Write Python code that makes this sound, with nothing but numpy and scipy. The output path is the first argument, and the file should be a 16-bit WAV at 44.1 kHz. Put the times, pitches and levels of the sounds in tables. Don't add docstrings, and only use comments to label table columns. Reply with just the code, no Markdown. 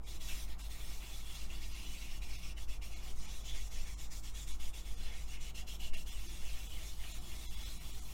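import sys
import numpy as np
from scipy import signal
from scipy.fft import rfft, irfft
from scipy.io import wavfile
from scipy.ndimage import uniform_filter1d

SR = 44100
rng = np.random.default_rng(int(sys.argv[2]) if len(sys.argv) > 2 else 0)


def wav_out(sig):
    wavfile.write(sys.argv[1], SR, np.round(np.clip(np.atleast_2d(sig).T, -1, 1) * 32767).astype(np.int16))


def to_linear_factor(level_db):
    exponent = np.asarray(level_db, float) / 20
    return 10 ** exponent


N = 358533
T = np.arange(N) / SR
HZ = np.fft.rfftfreq(N, 1 / SR) + 1e-3
STEP = 128

# (start [s], stop before it [dB], pressure [dB], gap pitch [semitones], swell over the stroke [dB])
FIRST_CIRCLES = [(0.05, -3.5, -63, 4, 0), (0.19, 15, -60.5, 3.5, -4.0), (0.29, -3, -54.5, -1.5, -11.5),
                 (0.464, 7, -58, -7.5, 4), (0.572, 17, -61.0, 3.5, -1), (0.689, 8.5, -59.5, 5.5, -2.0),
                 (0.778, 3, -60, 3.4, -3), (0.88, -0.5, -60.5, 4.5, -9), (1.008, 2.5, -58.5, -1.2, -5),
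                 (1.1, -0.5, -59, 4.5, -7), (1.242, 3, -59.0, 3.0, 2), (1.36, -3, -60, 5.5, -3.0),
                 (1.485, 6.5, -58, -0.3, -2), (1.6, 4, -60, 4.5, -6), (1.702, 3, -56, -1.5, -3),
                 (1.82, 0, -57.0, -0.2, -6), (1.941, -2.5, -54.5, -2.4, 2)]
STROKES_ON_EDGE = [(2.093, 4, -58.5, 0, -11), (2.204, 14, -55.5, -2.5, -10), (2.277, 2.7, -54, -3.5, -4),
                   (2.41, 3.8, -57.5, -2.5, -3), (2.556, 16, -60.0, 0.2, -12),
                   (2.667, 20.0, -60.5, -1.5, -4), (2.803, 27, -59, -0.5, -12),
                   (2.898, 2.4, -61.0, -2.5, 2), (3.018, 4.8, -61, 1.5, -3), (3.142, 7.5, -65, 2.2, 13),
                   (3.28, 1.3, -62, 4, -8), (3.432, 7.6, -57.5, 1.4, 6), (3.532, 3.4, -60, 3, -12.5),
                   (3.698, 10, -59.5, 2, 1), (3.857, 5.0, -63.5, 3.5, -13), (3.969, 10, -61, 3.5, 0)]
STROKES_ON_FACE = [(4.095, 17, -63.0, 6, -9), (4.218, 14, -60.5, 2, 1), (4.331, 13, -61.0, 2.5, -7),
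                   (4.459, 10, -59.5, 3.9, -6), (4.584, 17, -59, 2, -8), (4.72, 20.0, -60.5, 2.5, -4.0),
                   (4.84, 8, -63, 2.5, -5), (4.959, 3.6, -60.0, 2.0, 9), (5.114, 4.2, -62.5, 3, -9),
                   (5.264, 4.9, -58.0, -1, 16), (5.39, 12, -58.5, 0, 2.0), (5.53, 33, -55.5, -0.0, 2),
                   (5.655, 25, -56.5, 0.2, -3), (5.781, 20.0, -56.0, 0, 4), (5.92, 20, -57.5, -1, -19.5),
                   (6.05, 15, -57.5, 1.5, -2.0)]
LAST_CIRCLES = [(6.156, 1.5, -59.5, -0.5, -3), (6.281, -1.5, -60.5, 3, -4), (6.41, 1.5, -58.5, 0.5, 1.5),
                (6.57, 2.0, -61, 2.5, -8.5), (6.685, -0.5, -59, 0.5, 5), (6.82, 0, -60.5, 4.5, -4.5),
                (6.954, 1.5, -60.0, 0.7, 13.5), (7.07, 0.5, -59.0, 4.5, 0.5), (7.204, 4.5, -60.5, 2, 9),
                (7.35, -0.5, -60.0, 3.2, -1), (7.488, -2, -59.5, 2.1, 7.5), (7.63, 0, -58.5, 4.5, -8),
                (7.792, 2.5, -59, 0.9, 1.5), (7.92, 0, -62, 4, -4.5), (8.042, 0, -61.5, 3.3, 8)]
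BOUTS = [FIRST_CIRCLES, STROKES_ON_EDGE, STROKES_ON_FACE, LAST_CIRCLES]


def curve(table, t):
    s, *columns = np.transpose(table)
    return [np.interp(t, s, c) for c in columns]


def colour(points):
    hz, db = np.transpose(points)
    return to_linear_factor(np.interp(np.log(HZ), np.log(hz), db))


def peaks(modes):
    return sum(weight / (1 + (2 * (HZ - hz) / width) ** 2) for hz, width, weight in modes)


def unit(x):
    return x / np.sqrt(np.mean(x ** 2))


def smooth_twice(x, size, axis=-1):
    return uniform_filter1d(uniform_filter1d(x, size, axis=axis), size, axis=axis)


def walk(rate):
    hold = int(SR / rate)
    levels = np.repeat(rng.standard_normal(1000), hold)[:N]
    return unit(smooth_twice(levels, hold))


def grit_clicks(scatter_db=1.1):
    # (frequency [Hz], level [dB per Hz])
    grit_colour = [(400, -8), (800, -8.5), (1300, -7.5), (1600, -11), (1830, -4), (2870, -0.5), (3090, -5),
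                   (3370, -3), (4460, -3.5), (5710, -3.5), (7080, -5), (8050, -5), (11500, -8.5),
                   (15700, -10)]
    # (frequency [Hz], width [Hz], gain [dB])
    piece_modes = [(1860, 14, 4.5), (2218, 190, 3.5), (2435, 88, 3), (2740, 36, 7), (2966, 46, 7),
                   (3260, 99, 6), (3435, 90, 8), (3615, 120, 1), (3867, 38, 9.5), (4140, 68, 5.5),
                   (5390, 1200, 1.5), (6200, 310, -3), (7190, 64, -5), (7210, 190, 5), (8960, 200, 2.5)]
    size_db = scatter_db * np.minimum(rng.exponential(size=N), 5)
    grit = rng.standard_normal(N) * to_linear_factor(size_db)
    spectrum = rfft(grit) * colour(grit_colour) * to_linear_factor(peaks(piece_modes))
    in_zone = (HZ > 2500) * (HZ < 4400)
    spectrum /= np.std(irfft(spectrum * in_zone, N))
    return irfft(spectrum, N)


def sanding():
    # (centre [Hz], usual level [dB], share of the turn depth [1])
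    zones = [
        (2150, -65, 0.79),
        (3300, -58, 0.97),
        (6320, -58.5, 1.11),
        (12300, -63.5, 0.98),
    ]
    # (pressure [dB/dB], swell [dB/dB], bite [dB/dB], opening [dB/dB],
    # palm weight [dB/dB], gap [dB/semitone], more on a pull [dB], more in mid stroke [dB])
    follow = [
        (0.56, 1.3, -0.44, 0.13, .99, -0.06, .1, 0.35),
        (0.81, 0.72, .01, 0.0033, 0.31, 0.04, 0.34, 1),
        (.51, .3, 0.87, .01, -.1, 0.6, 0.3, 0.4),
        (0.58, 0.23, 0.29, 0.84, -0.74, 0.46, -0.7, 0.5),
    ]
    # (time [s], bite of the grit [dB], opening toward the phone [dB],
    # upper gap [Hz], cupping [dB], weight of the palm [dB])
    grip = [(0.1, 1, 0, 6400, 8, 2), (0.33, 1.5, 2, 5900, 2.5, -0.6), (0.6, -3, -0.5, 6300, 4, -0.5),
            (1, -2, 1, 6200, 5.5, 0), (1.5, -2, -2, 6200, 4.5, 0.7), (2, -0.5, -4, 5900, 3.5, -1.2),
            (2.5, 0.2, -5.5, 5700, 7, -3), (3, 0, 0.5, 6260, 4, 1.9), (3.3, 0, -3, 6240.0, 7, 1),
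            (3.8, 1.5, -1, 6270, 3, 1.8), (4.3, 2, 0.5, 6850, 4.5, 2), (4.8, -0.5, 0, 6850, 6.5, 0.6),
            (5.1, -3, -2.5, 6180.0, 3.5, 1.5), (5.4, 1, -3, 6480.0, 5, 1.3),
            (5.9, 0.5, -1.8, 6270, 9.5, -2), (6.3, -0.9, 0.8, 6300, 6, 0.8),
            (7.2, -1.8, 0.5, 6500, 6, -0.1), (8.0, -2.5, 0, 6300, 5, -1.6)]
    size, overlap = 4 * STEP, 3 * STEP
    hz, s, cells = signal.stft(grit_clicks(), SR, nperseg=size, noverlap=overlap)
    octave = np.log2(hz + 1)[:, None]
    pressure_db, swell_db, gap, pull, speed = strokes(s)
    bite_db, opening_db, upper_hz, cup_db, palm_db = curve(grip, s)
    zone_hz, usual_db, share = np.transpose(zones)
    pressure_db = pressure_db - usual_db[1]

    hand = [pressure_db, swell_db, bite_db, opening_db, palm_db, gap, pull, speed]
    lost_db = turns()[np.minimum((s * SR).astype(int), N - 1)]
    change_db = np.array(follow) @ hand - share[:, None] * lost_db
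    index = np.arange(len(zones))
    place = np.interp(octave, np.log2(zone_hz), index)
    db = np.clip(1 - np.abs(place - index), 0, 1) @ change_db

    lower_hz = 2927 * 2 ** (gap / 12)
    lower_db = cup_db + 0.45 * (pressure_db + swell_db)
    db += lower_db * np.exp(-((octave - np.log2(lower_hz)) / .17) ** 2)
    upper_db = 4.0 + 0.48 * bite_db
    db += upper_db * np.exp(-((octave - np.log2(upper_hz)) / .22) ** 2)

    echo_spacing_hz = 1804
    db += 0.55 * np.maximum(bite_db, 0) * np.cos(2 * np.pi * hz[:, None] / echo_spacing_hz)

    db += 2.63 * patches(db.shape, lines=2, steps=6)
    db += 1.3 * patches(db.shape, lines=1, steps=40)
    db += .8 * patches(db.shape, lines=10, steps=12)
    hiss = signal.istft(cells * to_linear_factor(db), SR, nperseg=size, noverlap=overlap)[1][:N]
    return hiss * to_linear_factor(usual_db[1] - 2.0)


def strokes(t):
    gap_glide_semitones, blend_s = 1, 0.032
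    start, _, pressure_db, gap, swell_db = np.concatenate(BOUTS).T
    pull = np.concatenate([np.arange(len(bout)) % 2 for bout in BOUTS])
    along = np.interp(t, np.append(start, N / SR), np.arange(len(start) + 1))
    k = np.minimum(along.astype(int), len(start) - 1)
    lean = along - k - .5
    held = [
        pressure_db[k],
        swell_db[k] * lean,
        gap[k] + gap_glide_semitones * lean,
        pull[k] - .5,
        np.cos(2 * np.pi * lean),
    ]
    return uniform_filter1d(held, int(blend_s * SR / STEP), axis=1)


def turns(slowing_shape=1.73, bite_shape=2.7):
    slowing_ms, rest_ms = (20.6, 10.8), (2, 0.46)
    bite_ms = 12.3
    touch_s, touch_db_per_s = 0.083, 350
    lost = touch_db_per_s * np.maximum(touch_s - T, 0)
    for bout in BOUTS:
        for k, (s, depth_db, *_) in enumerate(bout):
            near = slice(max(int((s - .1) * SR), 0), int((s + .1) * SR))
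            ms = (T[near] - s) * 1000
            slowing = np.maximum(-ms - rest_ms[k % 2], 0) / slowing_ms[k % 2]
            biting = np.maximum(ms, 0) / bite_ms
            lost[near] += depth_db * 2. ** -(slowing ** slowing_shape + biting ** bite_shape)
    return lost


def patches(shape, lines, steps):
    field = rng.standard_normal(shape)
    field = smooth_twice(field, lines, axis=0)
    return unit(smooth_twice(field, steps, axis=1))


def walls(x):
    t60_s, tail_db = 0.21, -9.5
    t = T[:SR // 2]
    tail = rng.standard_normal(len(t)) * to_linear_factor(-60 * t / t60_s) * (t > .002)
    tail /= np.sqrt(np.sum(tail ** 2))
    return x + to_linear_factor(tail_db) * signal.fftconvolve(x, tail)[:N]


def knocks():
    # (time [s], level [dB], pitch [Hz], pitch wander [Hz], length [s])
    short_bursts = [(.12, -66, 340, 40, .25), (.34, -64, 1400, 300, .15), (1.042, -58, 300, 50, .035),
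                    (1.55, -66, 330, 50, .2), (3.07, -62, 755, 10, .035), (5.1, -62, 845, 10, .035),
                    (5.635, -60, 755, 10, .035), (5.825, -62, 755, 10, .035), (6.27, -58, 320, 20, .04),
                    (6.33, -64, 330, 30, .12), (7.197, -59, 725, 10, .035), (7.3, -65, 345, 25, .45)]
    out = np.zeros(N)
    for s, db, hz, wander_hz, length in short_bursts:
        near = slice(max(int((s - 2 * length) * SR), 0), int((s + 2 * length) * SR))
        phase = 2 * np.pi * np.cumsum(hz + wander_hz * walk(120)[near]) / SR
        out[near] += to_linear_factor(db) * np.sin(phase) * np.exp(-(2 * (T[near] - s) / length) ** 2)
    return out


def arm_sway():
    # (frequency [Hz], width [Hz], level [dB])
    arm_modes = [
        (4, 1.83, -5.5),
        (8.3, 0.78, 1.5),
        (16.5, 3.45, -11),
    ]
    # (time [s], level [dB])
    jolts = [(.36, -39), (1.54, -43.5), (2.24, -38), (2.74, -39.5), (3.14, -31), (3.55, -41), (3.78, -38),
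             (4.26, -45.5), (4.6, -33), (5.02, -37), (5.3, -42), (5.95, -31), (6.29, -45), (6.5, -40),
             (6.93, -53), (7.5, -58)]
    sway_db, jolt_s = -40.5, 0.08
    power = peaks([(hz, width, to_linear_factor(2 * db)) for hz, width, db in arm_modes])
    shake = np.sqrt(power) * (HZ > 1) / (1 + (HZ / 21) ** 8)
    sway = irfft(rfft(rng.standard_normal(N)) * shake, N)
    sway /= np.sqrt(uniform_filter1d(sway ** 2, SR // 3))
    t = T[::STEP]
    level = to_linear_factor(sway_db) + sum(to_linear_factor(db) * np.exp(-((t - s) / jolt_s) ** 2) for s, db in jolts)
    return sway * np.interp(T, t, level)


def bands(spectrum, low_hz, count, octaves):
    for k in range(count):
        hz = low_hz * 2 ** (k * octaves)
        away = np.clip(np.log2(HZ / hz) / octaves, -1, 1)
        yield hz, irfft(spectrum * np.cos(np.pi / 2 * away) ** 2, N)


def room_air():
    # (frequency [Hz], level [dB per Hz])
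    air_colour = [(20, -6), (28, -27.5), (41, -5), (55, -25.5), (72, -17), (92, -31), (118, -26),
                  (135, -29.5), (165, -28), (274, -40), (582, -44.5), (729, -40.5), (1360, -45.5),
                  (1700, -55)]
    air = rfft(rng.standard_normal(N)) * colour(air_colour) * (HZ > 20) / (1 + (HZ / 2600) ** 4)
    out = np.zeros(N)
    for hz, band in bands(air, 15.7, count=10, octaves=1.0):
        flicker_db = 2.0 if 250 < hz < 1000 else .7
        out += band * to_linear_factor(flicker_db * walk(6))
    return unit(out) * to_linear_factor(-50)


def hum():
    # (frequency [Hz], level [dB], flicker [dB])
    tones = [(49.9, -47.8, .4), (191, -79, 1.1), (250.5, -80, 1.1), (316, -74.5, 1.8), (351, -79, 2.5),
             (474, -80.5, 1.5), (632, -81, 1.5)]
    out = np.zeros(N)
    for hz, db, flicker_db in tones:
        out += to_linear_factor(db + flicker_db * walk(1.8)) * np.sin(2 * np.pi * (hz * T + rng.random()))
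    return np.sqrt(2) * out


def microphone_hiss():
    return to_linear_factor(-79) * rng.standard_normal(N)


def scene():
    return (walls(sanding()) + knocks() + arm_sway() + room_air() + hum() + microphone_hiss())[None]


def starve(x, low_hz=350, coarse_hz=500, follow=.33):
    # (time [s], share of lines kept [1])
    starved = [(.048, .06), (.627, .07), (1.736, .07), (2.376, .05), (2.548, .04), (2.952, .05),
               (3.273, .08), (3.955, .05), (4.531, .07), (4.957, .06), (5.918, .02), (5.961, .05),
               (6.11, .08), (6.28, .06), (6.686, .06), (7.134, .07), (7.198, .07), (7.475, .03),
               (7.496, .04), (7.56, .05), (7.646, .06), (7.797, .06), (7.923, .07), (8.008, .07)]
    frame_s, frame_lag = 1024 / 48000, .39
    half = round(frame_s * SR)
    n, k = np.arange(2 * half) + .5, np.arange(half) + .5
    window = signal.windows.kaiser_bessel_derived(2 * half, 3 * np.pi)
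    cosines = np.cos(np.pi / half * np.outer(n + half / 2, k))
    basis = window[:, None] * cosines * np.sqrt(2 / half)
    thinned = k * SR / 2 / half > low_hz
    out = x.copy()
    for s, share in starved:
        frame = round(s / frame_s - frame_lag) + frame_lag
        start = round(frame * frame_s * SR) - half
        near = slice(start, start + 2 * half)
        lines = thinned * (out[near] @ basis)
        step = uniform_filter1d(lines ** 2, size=60) ** (follow / 2) + 1e-9
        step *= 1 + (coarse_hz * 2 * half / SR / k) ** 2
        step *= np.quantile(np.abs(lines) / step, 1 - share) * 3 / 2
        kept = step * np.sign(lines) * np.floor(np.abs(lines) / step + 1 / 3)
        out[near] += basis @ (kept - lines)
    return out


def low_pass(x):
    return signal.sosfilt(signal.butter(12, 15840, fs=SR, output="sos"), x)


def record(dry):
    mix = starve(dry[0])[None]
    return low_pass(mix)


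dry = scene()
out = record(dry)
wav_out(out)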